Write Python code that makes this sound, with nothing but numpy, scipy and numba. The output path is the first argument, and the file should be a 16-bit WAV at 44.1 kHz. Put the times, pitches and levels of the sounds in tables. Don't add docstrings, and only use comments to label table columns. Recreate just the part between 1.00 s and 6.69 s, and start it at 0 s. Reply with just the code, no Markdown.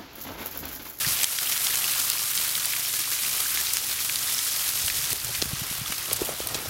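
import sys
import numpy as np
from scipy import signal
from scipy.fft import rfft, irfft
from scipy.io import wavfile
from scipy.ndimage import uniform_filter1d
from numba import njit

SR = 44100
rng = np.random.default_rng(int(sys.argv[2]) if len(sys.argv) > 2 else 0)


def store_wav(level_fs):
    pcm = np.round(np.clip(np.atleast_2d(level_fs), -1, 1) * 32767)
    wavfile.write(sys.argv[1], SR, pcm.T.astype(np.int16))


N = 250928
T = np.arange(N) / SR


def undb(db):
    return 10 ** (np.asarray(db) / 20)


def unit(x):
    return x / np.sqrt(np.mean(x ** 2))


def curves(table):
    times, *columns = np.transpose(table)
    return [np.interp(T, times, column) for column in columns]


def colour(x, hz, gain):
    bin_hz = np.maximum(np.fft.rfftfreq(len(x), 1 / SR), 1)
    return irfft(rfft(x) * np.interp(np.log(bin_hz), np.log(hz), gain), len(x))


def band(x, lo_hz, hi_hz, order=2):
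    edges_hz = [lo_hz, min(hi_hz, SR / 2 - 100)]
    return signal.sosfilt(signal.butter(order, edges_hz, "band", fs=SR, output="sos"), x)


def wander(rate_hz):
    hold = int(SR / rate_hz)
    steps = np.repeat(rng.standard_normal(N // hold + 1), hold)
    return unit(uniform_filter1d(steps, hold)[:N])


def add(out, start_s, x):
    i = int(start_s * SR)
    out[i:i + len(x)] += x[:max(N - i, 0)]


@njit
def ring(start_s, hz, cycles, size, rise):
    out = np.zeros(N)
    for k in range(len(start_s)):
        first = int(start_s[k] * SR)
        length = int(cycles[k] * SR / hz[k]) + 2
        phase = 0.
        for i in range(min(length, N - first)):
            pitch = min(hz[k] * (1 + rise * i / length), .45 * SR)
            phase += 2 * np.pi * pitch / SR
            out[first + i] += size[k] * np.exp(-6.9 * i / length) * np.sin(phase)
    return out


def spatter(count, spread_db, decay_s):
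    when, strength = rng.random((count, 2)).T
    size = undb(-spread_db * np.log(.02 + .98 * strength))
    hits = np.bincount((when * N).astype(int), size ** 2, N)
    power = signal.lfilter([1], [1, -np.exp(-1 / (decay_s * SR))], hits)
    return unit(np.sqrt(power) * rng.standard_normal(N))


def bubbles(count, lo_hz, hi_hz, cycles, spread_db, rise):
    when, pitch, life, strength = rng.random((count, 4)).T
    hz = lo_hz * (hi_hz / lo_hz) ** np.sqrt(pitch)
    size = undb(-spread_db * np.log(.02 + .98 * strength)) * hz ** .75
    return unit(ring(when * N / SR, hz, cycles * (.5 + life), size, rise))


# f/Hz, gain/dB
WATER_COLOUR = [(30, -36), (70, -9.5), (150, -13.5), (320, -11.5), (520, -13.5), (700, -11), (1000, -9.5),
                (1190, -5), (1800, -5.5), (3100, -2.5), (5500, -1), (8000, -1.5), (12300, 0), (15800, -4.5)]


def rush(water_db=-27, flicker_db=2.5, waver_db=0.13):
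    edges_hz = np.geomspace(20, 20000, 15)
    blur = sum(band(rng.standard_normal(N), lo, hi) * undb(flicker_db * wander(35))
               for lo, hi in zip(edges_hz, edges_hz[1:]))
    spray = spatter(count=2600, spread_db=4.5, decay_s=0.0029)
    fizz = bubbles(count=14000, lo_hz=1280, hi_hz=17200, cycles=8.3, spread_db=3.0, rise=0.36)
    plinks = bubbles(count=1500, lo_hz=755, hi_hz=5950, cycles=24.0, spread_db=4.5, rise=0.28)
    ticks = bubbles(count=70, lo_hz=7000, hi_hz=15000, cycles=9, spread_db=2.5, rise=0.1)
    mix = undb(-4) * (unit(blur) + spray) + undb(-6) * fizz + undb(-13) * plinks + undb(-19.5) * ticks
    hz, db = np.transpose(WATER_COLOUR)
    return unit(colour(mix, hz, undb(db))) * undb(water_db + waver_db * wander(20))


# t/s, gain/dB
WATER_LEVEL = [(0, 2), (.22, 2), (.5, 2.3), (.75, 2.5), (1.08, 2), (1.22, 0.5), (1.62, 1), (1.74, -0.1),
               (2.2, 0), (2.36, 2.5), (2.72, 0.5), (2.9, 0.7), (3.6, 1.5), (4.1, 3.15)]
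# t/s, turn (0 facing the water, 1 turned away)
MIC_TURN = [(3.6, 0.03), (4.38, 0.39), (4.48, 0.68), (5.08, 0.63), (5.6, 1.0)]
# f/Hz, loss as the camera tilts up from the pool/(dB/s), loss once turned away/dB
OFF_AXIS_LOSS = [(1220, 0.98, 1.7), (4400, 0.18, 8.5), (7840, 0.02, 12), (12500, 0.58, 9.5)]


def aim_microphone(water):
    (level_db,), (turned,) = curves(WATER_LEVEL), curves(MIC_TURN)
    hz, tilt_db_per_s, turn_db = np.transpose(OFF_AXIS_LOSS)
    gains = undb(level_db - np.outer(tilt_db_per_s, T - T.mean()) - np.outer(turn_db, turned))
    return sum(colour(water, hz, share) * gain for share, gain in zip(np.eye(len(hz)), gains))


# first delay/s, last delay/s, level/dB
BANK_ECHOES = [(.00283, .0032, -28.5), (.0043, .0037, -24.5)]


def rocky_bank(water):
    echoes = sum(undb(db) * np.interp(T - np.linspace(first, last, N), T, water)
                 for first, last, db in BANK_ECHOES)
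    return water + echoes


# t/s, length/s, air level/dB, grip level/dB
CAMERA_SWINGS = [(0, 0.15, -47, -60), (2.8, 0.5, -59, -54), (3.758, 0.41, -49.5, -56),
                 (4.14, 0.028, -43.5, -47), (4.264, .32, -42, -49), (4.64, 0.33, -47.5, -56),
                 (5.11, 0.22, -47, -41), (5.434, 0.29, -45.5, -42.5)]


def buffet(gust_db=3, grip_db=4, attack_s=0.035, release_s=0.059):
    eddies = unit(band(rng.standard_normal(N), 44, 148, order=3) * undb(gust_db * wander(37)))
    rubbing = unit(band(rng.standard_normal(N), 194, 1080) * undb(grip_db * wander(63)))
    out = np.zeros(N)
    for start, length, air_db, rub_db in CAMERA_SWINGS:
        build = np.clip(1 + (T - start) / attack_s, 0, 1)
        settle = np.exp(-np.maximum(T - start - length, 0) / release_s)
        out += build * settle * (undb(air_db) * eddies + undb(rub_db) * rubbing)
    return out


# multiple of its firing rate, level/dB
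IDLE_HARMONICS = [(2, -71), (4, -63.5), (5, -58), (6, -66.5)]
# t/s, firing f/Hz, level/dB
PULLING_AWAY = [(0, 50, -84), (2.1, 50, -66), (2.4, 62.55, -57), (2.8, 71.5, -56.5), (3.65, 73.2, -61.5),
                (5.69, 75, -63)]


def engines(idle_hz=25.64, waver=0.0056):
    idle_phase = 2 * np.pi * np.cumsum(idle_hz * (1 + waver * wander(6))) / SR
    idling = sum(undb(db) * np.sin(multiple * idle_phase) for multiple, db in IDLE_HARMONICS)
    firing_hz, level_db = curves(PULLING_AWAY)
    leaving = undb(level_db) * np.sin(2 * np.pi * np.cumsum(firing_hz) / SR)
    return np.sqrt(2) * (idling + leaving)


def small_slaps(count=36, lo_hz=2300, hi_hz=9500, level_db=-20.5, spread_db=2.5, db_per_octave=5.0,
                cycles=26, spray_db=-4):
    when, pitch, strength, life = rng.random((count, 4)).T
    hz = lo_hz * (hi_hz / lo_hz) ** pitch
    octaves = np.log2(hz / np.sqrt(lo_hz * hi_hz))
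    db = level_db + db_per_octave * octaves + spread_db * (2 * strength - 1)
    return np.column_stack([when * N / SR, db, hz, cycles * (.5 + life), np.full(count, spray_db)])


# t/s, level/dB, trapped air f/Hz, ring/cycles, relative spray/dB
LOUD_SLAPS = [(.046, -19.5, 1750, 58, 4), (.213, -16.5, 3030, 35, -5), (.233, -7.5, 7560, 29, -9),
              (.2432, 1, 5070, 16, -5), (.3865, -10, 3000, 8, 2.5), (.472, -17, 3080, 60, -11),
              (.522, -19, 2990, 23, 2), (.577, -9, 7000, 6.8, -6), (.669, -19, 3070, 38, 7),
              (.756, -13.5, 6000, 13, 3), (.842, -15.5, 2780, 37, -1), (1.1005, -3.5, 6840, 7.2, -4),
              (1.376, -15.5, 3600, 25, 5.5), (1.553, -13.5, 3800, 16, -5), (1.656, -3.5, 11000, 17, -12),
              (1.735, -21, 2150, 35, 3), (2.249, -20, 2420, 30, -8), (2.574, -13.5, 1900, 9, -2),
              (2.669, -16, 4270, 45, -8), (2.735, -7.5, 11060, 20, 2), (2.77, -3, 5500, 6, -11),
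              (3.096, -15, 2250, 18.5, -2), (3.158, -13.5, 4800, 24, 1.5), (3.346, -15, 5300, 62, -7),
              (3.862, -14, 8000, 10, 1), (3.881, -15, 2250, 13, 2), (3.9, -22, 2130, 49, 5.5)]


def slaps(rows, rise=0.32, scatter=5.6, lag_s=0.0014, main_db=-1, lesser_db=-5,
          spatter_s=0.0017, spatter_db=-4):
    starts, db, hz, cycles, spray_db = np.transpose(rows).copy()
    out = ring(starts, hz, cycles, undb(db + main_db), rise)
    ratio = 1 + np.minimum(scatter / cycles, 1)
    for pitch, late in zip((hz / ratio, hz * ratio), rng.random((len(starts), 2)).T):
        out += ring(starts + lag_s * late, pitch, cycles * 0.91, undb(db + lesser_db), rise)
    t = T[:SR // 20]
    for start, pitch, level_db in zip(starts, hz, db + spray_db + spatter_db):
        spray = unit(band(rng.standard_normal(len(t)), pitch * .6, pitch * 2.3))
        add(out, start, undb(level_db) * np.exp(-t / spatter_s) * spray)
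    return band(out, 1630, 18400)


# t/s, level/dB, f/Hz, swell/cycles
HAND_BUMPS = [(.065, -26.5, 139, 0.94), (3.838, -35, 85, 0.71), (4.131, -29.5, 380, 1.1),
              (4.424, -16.5, 330, .36), (4.455, -27, 175, .36), (4.531, -19.5, 130, 0.56),
              (4.617, -26, 149, 0.42), (4.711, -28.5, 159, .44), (4.812, -28, 132, .8),
              (4.901, -28.5, 170, .36), (5.115, -19.5, 530, 0.59), (5.2155, -16, 364, 1.06),
              (5.291, -17.5, 540, 0.62), (5.403, -21, 480, 0.59), (5.553, -21.5, 440, .54)]


def hand_bumps(rub_db=-15):
    out, t = np.zeros(N), T[:SR // 6]
    for start, db, hz, swell_cycles in HAND_BUMPS:
        age = t * hz / swell_cycles
        envelope = (age * np.exp(1 - age)) ** 2
        body = np.sin(2 * np.pi * hz * t)
        rub = undb(rub_db) * unit(band(rng.standard_normal(len(t)), hz / 2, hz * 2.4))
        add(out, start, undb(db) * envelope * (body + rub))
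    return out


def small_cracks(count=12, from_s=3.8, to_s=6.7, lo_hz=5000, hi_hz=12000, level_db=-27, spread_db=3,
                 decay_s=0.0052):
    when, strength, pitch, life = rng.random((count, 4)).T
    starts = from_s + (to_s - from_s) * when
    db = level_db + spread_db * (2 * strength - 1)
    hz = lo_hz * (hi_hz / lo_hz) ** pitch
    return np.column_stack([starts, db, hz, decay_s * (.5 + life)])


# t/s, level/dB, centre f/Hz, decay/s
LOUD_CRACKS = [(4.1045, -15, 11000, .0011), (4.13, -8.5, 10300, .0012), (4.246, -18.5, 8000, 0.0054),
               (4.35, -19, 4100, 0.005), (4.418, -19.5, 4600, 0.0029), (4.4223, -12.5, 4300, .003),
               (4.923, -19, 2220, 0.0043), (5.111, -24.5, 2960, 0.0092), (5.13, -12, 10000, 0.0044),
               (5.162, -21.5, 9000, 0.0088), (5.249, -25, 10500, .017), (5.472, -14, 11200, 0.0018),
               (5.545, -19, 4000, 0.01)]


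def dry_brush(rows, fibre_db=-2.5, grain=0.54, snap_db=7, snap_cycles=5.0):
    starts, db, hz, decays = np.transpose(rows).copy()
    out = ring(starts, hz, np.full(len(starts), snap_cycles), undb(db + snap_db), 0.)
    t = T[:SR // 8]
    for start, level_db, centre_hz, decay_s in zip(starts, db, hz, decays):
        fibres = rng.standard_normal(len(t)) * np.exp(grain * rng.standard_normal(len(t)))
        burst = unit(band(fibres, centre_hz / 1.34, centre_hz * 1.43, order=1))
        add(out, start, undb(level_db + fibre_db) * np.exp(-t / decay_s) * burst)
    return out


def scene():
    pour = rush() + slaps(small_slaps())
    water = rocky_bank(aim_microphone(pour)) + slaps(LOUD_SLAPS)
    brush = dry_brush(LOUD_CRACKS) + dry_brush(small_cracks())
    return (water + brush + hand_bumps() + buffet() + engines())[None]


def limiter(x, ceiling_db=-5.0, recover_s=0.24):
    over_db = np.maximum(20 * np.log10(np.abs(x) + 1e-9) - ceiling_db, 0)
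    fade = np.exp(-T / recover_s)
    duck_db = fade * np.maximum.accumulate(over_db / fade, axis=-1)
    return x * undb(-duck_db)


def record(dry):
    top_hz = 15800
    low_pass = signal.ellip(10, .2, 75, top_hz, fs=SR, output="sos")
    return signal.sosfilt(low_pass, limiter(dry))


dry = scene()
out = record(dry)
store_wav(out)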